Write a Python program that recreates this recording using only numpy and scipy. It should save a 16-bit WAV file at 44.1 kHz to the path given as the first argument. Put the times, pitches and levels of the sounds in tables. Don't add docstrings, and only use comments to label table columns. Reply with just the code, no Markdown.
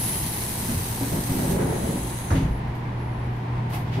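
import sys
import numpy as np
from scipy import signal
from scipy.fft import rfft, irfft, next_fast_len
from scipy.io import wavfile
from scipy.ndimage import map_coordinates

SR = 44100
rng = np.random.default_rng(int(sys.argv[2]) if len(sys.argv) > 2 else 0)


def materialize(psi):
    bounded = np.clip(np.atleast_2d(psi).T, -1, 1)
    quanta = np.round(bounded * 32767).astype(np.int16)
    wavfile.write(sys.argv[1], SR, quanta)


N = 176400

# freq_hz, level_db
PANEL_COLOUR = [(60, -35), (130, 3), (175, 4), (270, 1), (350, -3), (500, -10.5), (800, -14), (1500, -33),
                (4000, -50)]
# freq_hz, level_db
RATTLE_COLOUR = [(250, -16), (480, 4), (950, 6.5), (1400, 4.5), (1900, 1.5), (2600, -12.5), (3600, -12.5),
                 (6000, -17), (14000, -36)]


def amp(db):
    return 10 ** (np.asarray(db) / 20)


def unit(x):
    return x / np.sqrt(np.mean(np.abs(x) ** 2) + 1e-20)


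def along(points, hz):
    freqs, values = np.transpose(points)
    return np.interp(np.log(hz + 1), np.log(freqs + 1), values)


def clock():
    return np.arange(N) / SR


def curves(rows):
    times, *columns = np.transpose(rows)
    return [np.interp(clock(), times, column) for column in columns]


def wobble(rate):
    t = clock()
    coarse = t[::8]
    knots = rng.standard_normal(N // 16)
    return np.interp(t, coarse, map_coordinates(knots, [coarse * rate], mode='wrap'))


def burst(start, rise, t60):
    t = clock() - start
    return np.clip(t / rise, 0, 1) * np.exp(-np.log(1000) * np.maximum(t - rise, 0) / t60)


def gate(start, end, fall_s):
    t = clock()
    return np.clip((t - start) / .04 + .5, 0, 1) * np.exp(-np.maximum(t - end, 0) / fall_s)


def filtered(x, response):
    size = next_fast_len(N + 8192)
    return irfft(rfft(x, size) * response(np.fft.rfftfreq(size, 1 / SR)), size)[..., :N]


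def rush(colour):
    # freq_hz, correlation
    likeness = [(60, 0.97), (130, 1), (290, 0.94), (450, 0.64), (640, 0.09), (1400, -0.074), (3100, 0.17),
                (15000, -0.22)]

    def mid_side_gains(hz):
        spread = np.arccos(np.clip(along(likeness, hz), -1, .992)) / 2
        return amp(along(colour, hz)) * [np.cos(spread), np.sin(spread)]

    mid, side = filtered(rng.standard_normal((2, N)), mid_side_gains)
    return unit(np.array([mid + side, mid - side]))


def resonance(hz, width_hz):
    offset_hz = np.fft.fftfreq(N, 1 / SR)
    drive = rng.standard_normal((2, N)) + 1j * rng.standard_normal((2, N))
    envelope = np.fft.ifft(drive / (1 + 2 * (offset_hz / width_hz) ** 2))
    carrier = np.exp(2j * np.pi * np.cumsum(hz * np.ones(N)) / SR)
    return unit((envelope * carrier).real)


def tones(rows, partials):
    hz, db = curves(rows)
    phase = 2 * np.pi * np.cumsum(hz) / SR
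    return np.sqrt(2) * sum(amp(db + gain_db + wobble(10)) * np.sin(k * phase + rng.uniform(0, 2 * np.pi))
                            for k, gain_db in partials)


def walls(x):
    count, mean_delay_s, echoes_db = 14, .018, -2
    response = np.zeros((2, SR // 8))
    for ear in response:
        delays = np.minimum(rng.exponential(mean_delay_s * SR, count).astype(int) + 1, len(ear) - 1)
        ear[delays] = amp(echoes_db) * unit(rng.standard_normal(count)) / np.sqrt(count)
        ear[0] = 1
    return signal.fftconvolve(x, response / np.linalg.norm(response[0]), axes=1)[:, :N]


def cabin():
    # freq_hz, level_db
    road_colour = [(20, -12), (35, -8), (58, -1), (80, -1), (110, -2), (160, -3), (200, -4), (260, -8),
                   (380, -12), (540, -17), (700, -14), (950, -11), (1250, -22), (2000, -22), (2900, -31),
                   (4500, -39), (7500, -50), (11000, -49), (15500, -60)]
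    # time_s, pitch_hz, level_db
    hum = [(0, 117.7, -35.5), (.45, 117.8, -38.5), (1.2, 117.7, -33), (2.2, 119.3, -35),
           (2.8, 120.3, -32.5), (3.25, 120.4, -28.5), (4, 120.6, -30)]
    road = amp(-31.5 + 0.42 * wobble(19)) * rush(road_colour)
    # multiple, gain_db
    hum_partials = [(.5, -18), (1, 0), (3, -22)]
    return road + tones(hum, hum_partials)


def engine():
    # time_s, firing_hz, level_db
    pull = [(2.7, 46, -60), (3.15, 48, -69), (3.6, 51, -39.5), (4, 53.5, -33)]
    # time_s, base_hz, level_db
    whine = [(0, 192.4, -58), (.3, 210, -54), (.6, 236, -45.5), (.75, 246.6, -55)]
    return tones(pull, partials=[(2, 0), (3, 0)]) + tones(whine, partials=[(0.92, 0)])


def groan():
    # time_s, pitch_hz, level_db
    glide = [(3.955, 390, -62), (3.972, 393, -33.5), (4, 396, -33.5)]
    return tones(glide, partials=[(1, 0)])


def scuffs():
    # start_s, rise_s, level_db
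    strokes = [(2.335, 0.029, -38), (3.84, .04, -49.5), (3.912, 0.031, -42)]
    # freq_hz, level_db
    colour = [(800, -15), (2000, 4.5), (3000, 3.5), (5000, -5.5), (8000, -17), (15000, -18)]
    return rush(colour) * sum(amp(db) * burst(start, rise, t60=0.52) for start, rise, db in strokes)


def squeaks():
    # start_s, end_s, pitch_hz, level_db
    leaks = [(2.5, 2.58, 11225, -58.5), (2.975, 3.26, 11218, -65), (3.3, 3.38, 11620, -74.5)]
    sound = 0
    for start, end, hz, db in leaks:
        tone = np.sqrt(2) * np.sin(2 * np.pi * hz * clock())
        turbulence = amp(-2) * resonance(hz, width_hz=110)
        sound += amp(db) * gate(start, end, fall_s=.025) * unit(tone + turbulence)
    return sound


def puffs():
    # start_s, rise_s, level_db
    releases = [(2.668, .012, -54), (2.748, .005, -49), (3.34, .015, -55), (3.692, 0.012, -42.5),
                (3.715, 0.034, -35)]
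    # freq_hz, level_db
    colour = [(450, 4), (800, 16.5), (1300, 7), (2500, 6.5), (4500, -1), (7500, -8), (10000, -3),
              (12500, -1), (15500, -8)]
    # pitch_hz, width_hz, gain_db
    pipe_modes = [(716, 30, -7), (861, 16, -3.5), (11750, 250, -19)]
    pipe = sum(amp(db) * resonance(hz, width)[0] for hz, width, db in pipe_modes)
    envelope = sum(amp(db) * burst(start, rise, t60=.33) for start, rise, db in releases)
    return (rush(colour) + pipe) * envelope


def heave():
    # start_s, pitch_hz, level_db, rise_s, t60_s
    jolts = [(.683, 234, -24, .014, .42), (.735, 166, -27, .015, .22), (.735, 90, -21.5, .04, .3),
             (1.008, 272, -26, .014, .22), (1.116, 345, -27, .01, .3), (1.295, 266, -21, .02, .25),
             (1.325, 195, -25, .012, .2)]
    return sum(amp(db) * burst(start, rise, t60) * np.sin(2 * np.pi * hz * (clock() - start))
               for start, hz, db, rise, t60 in jolts)


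def bumps():
    # start_s, boom_db, panel_db, rattle_db
    hits = [(0.685, -30, -30.5, -39.5), (1.006, -42, -25.5, -45), (1.118, -32, -25.5, -46),
            (1.155, -38, -30.5, -47), (1.288, -29.5, -30, -42), (1.385, -32, -27.5, -43),
            (1.584, -50, -24, -37), (1.679, -46, -24.5, -52), (3.966, -42, -26, -49)]
    # freq_hz, level_db
    boom_colour = [(20, -1.5), (30, 4), (55, 4.5), (90, 5.5), (130, 3.5), (190, -6), (300, -49), (800, -66)]
    boom = sum(amp(db) * burst(start, rise=0.026, t60=0.4) for start, db, _, _ in hits)
    panel = sum(amp(db) * burst(start, rise=0.008, t60=0.37) for start, _, db, _ in hits)
    rattle = sum(amp(db) * burst(start, rise=0.0034, t60=0.61) for start, _, _, db in hits)
    return boom * rush(boom_colour) + panel * rush(PANEL_COLOUR) + rattle * rush(RATTLE_COLOUR)


def rolling():
    # time_s, level_db
    roll_swell = [(.95, -79), (1.22, -45), (1.32, -27), (1.42, -27), (1.46, -31), (1.52, -23.5),
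                  (1.7, -29.5), (1.88, -25.5), (2.05, -34.5), (2.25, -53), (2.3, -65)]
    # freq_hz, level_db
    roll_colour = [(25, -7), (60, 7.5), (110, 0), (165, 5), (270, 2.5), (340, -8), (500, -25), (900, -22),
                   (2500, -30.5)]
    # time_s, level_db
    grind_swell = [(1.2, -64), (1.4, -33.5), (1.53, -31.5), (1.61, -25.5), (1.66, -32.5), (1.71, -29.5),
                   (1.77, -31.5), (1.9, -32.5), (2, -40), (2.25, -52.5)]
    # freq_hz, level_db
    grind_colour = [(200, -33), (330, -1), (420, 3.5), (560, -6.5), (820, -6.5), (1100, -23.5), (1700, -18),
                    (3000, -32.5), (8000, -51)]
    # pitch_hz, width_hz, gain_db
    panel_modes = [(134.6, 8.2, -2), (169.8, 12, -0.5), (199.4, 7.5, -3), (261, 15, 1.5), (336, 14, -3.5),
                   (361.6, 20, -6.5), (495, 20, -11), (561, 13, -6.5)]
    roll_db, = curves(roll_swell)
    grind_db, = curves(grind_swell)
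    judder_db = wobble(55)
    track = rush(roll_colour)
    panels = unit(sum(amp(db) * resonance(hz, width)[0] for hz, width, db in panel_modes))
    rumble = amp(roll_db + judder_db) * unit(track + amp(-1.5) * panels)
    grind = amp(grind_db + 0.91 * judder_db) * walls(rush(grind_colour))
    return rumble + grind


def slam():
    # pitch_hz, level_db, rise_s, t60_s
    body_modes = [(27, -31, 0.22, .9), (42, -25, 0.028, 0.86), (55.3, -22.5, 0.21, 0.63),
                  (72.7, -26, .025, 0.59), (86.4, -17, 0.024, 0.33), (102, -22.5, .03, 0.7),
                  (142.3, -22.5, 0.068, 0.99), (168.5, -23, 0.073, 0.5), (264, -24, 0.049, 0.57),
                  (282, -28, 0.055, 0.27), (325.4, -33, 0.012, 0.44)]
    start_s = 2.303
    t = clock() - start_s
    ring = 0
    for hz, db, rise, t60 in body_modes:
        phase = 2 * np.pi * hz * t + rng.uniform(0, 2 * np.pi) + 0.36 * wobble(25)
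        ring += amp(db) * burst(start_s, rise, t60) * np.sin(phase)
    thud = amp(-23.5) * burst(start_s, rise=0.018, t60=1.0) * rush(PANEL_COLOUR)
    clack = amp(-29) * burst(start_s, rise=0.0011, t60=0.48) * rush(RATTLE_COLOUR)
    return ring + thud + clack


def rebound():
    # pitch_hz, gain_db, t60_s
    modes = [(108, -2, .2), (158, 0, .2), (268, -8, .3)]
    start_s, rise_s, level_db = 2.445, .014, -22
    thud = 0
    for hz, gain_db, t60 in modes:
        phase = 2 * np.pi * hz * clock() + rng.uniform(0, 2 * np.pi)
        thud += amp(level_db + gain_db) * burst(start_s, rise_s, t60) * np.sin(phase)
    return thud


def vent():
    # start_s, end_s, pitch_hz, width_hz, level_db
    modes = [(0.415, 1.02, 8200, 230, -47), (1.03, 1.55, 8240, 230, -45.5), (.8, 1.52, 11900, 450, -48),
             (0.907, 1.55, 6050, 280, -59), (1.55, 2.17, 10390, 330, -43), (1.75, 2.17, 8050, 280, -50),
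             (1.584, 2.2, 11300, 420, -59), (1.54, 2.153, 6500, 380, -52), (2.134, 2.385, 6470, 330, -50.5),
             (2.17, 2.33, 9900, 600, -49), (2.18, 2.37, 8100, 300, -59)]
    sound = 0
    for start, end, hz, width, db in modes:
        flutter_db = 1.4 * wobble(90)
        wander_hz = 20 * wobble(45)
        sound += amp(db + flutter_db) * gate(start, end, fall_s=0.055) * resonance(hz + wander_hz, width)
    return walls(sound)


def valve():
    # time_s, level_db
    jet_fade = [(0, -30.5), (.3, -32), (.7, -32.5), (1.05, -34), (1.52, -34), (1.58, -43.5), (1.9, -38.5),
                (2.15, -39.5), (2.33, -44.5), (2.45, -54), (2.6, -68), (2.75, -100)]
    # freq_hz, level_db
    open_colour = [(900, -23.5), (1800, -3), (2800, -5), (4200, -2.5), (5200, -5.5), (6300, -2),
                   (7500, -7.5), (8300, -0.5), (9300, -0.5), (10300, 2.5), (11900, 1.5), (13200, -2.5),
                   (14900, -2.5), (15800, -16)]
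    # freq_hz, level_db
    throttled_colour = [(900, -18), (1800, -3), (2800, -1.5), (3900, 1), (5200, -6.5), (6300, -3),
                        (7400, -5), (8300, 1), (8800, -0.5), (9800, 3.5), (10700, 2.5), (11700, 2.5),
                        (12900, -6), (14900, -8), (15800, -11)]
    # time_s, pitch_hz, level_db
    whistle_glide = [(0, 10880, -28.5), (.12, 10550, -29.5), (.3, 10480, -35.5), (.7, 9890, -43.5),
                     (1.05, 10460, -56), (1.5, 10400, -62), (1.6, 10400, -96)]
    throttle_s, crossfade_s = 1.55, .05
    jet_db, = curves(jet_fade)
    whistle_hz, whistle_db = curves(whistle_glide)
    spit_db = 1.5 * wobble(500)
    throttled = np.clip((clock() - throttle_s) / crossfade_s + .5, 0, 1)
    hiss = np.sqrt(1 - throttled) * rush(open_colour) + np.sqrt(throttled) * rush(throttled_colour)
    jet = amp(jet_db) * unit(amp(spit_db) * walls(hiss))
    whistle = amp(whistle_db) * unit(walls(resonance(whistle_hz, width_hz=620)))
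    return jet + whistle


def scene():
    # freq_hz, left_over_right_db
    lean = [(1500, 1.5), (4200, -2.5), (6000, -.5), (8000, 1), (9600, 3.5), (11000, .5), (15000, 1)]
    air = valve() + vent() + puffs() + squeaks()
    air = filtered(air, lambda hz: amp(along(lean, hz) * np.array([[.5], [-.5]])))
    bus = cabin() + engine()
    door = rolling() + heave() + bumps() + slam() + rebound() + scuffs() + groan()
    return air + bus + door


def record(dry):
    cutoff_hz = 15750
    return filtered(dry, lambda hz: hz < cutoff_hz)


dry = scene()
out = record(dry)
materialize(out)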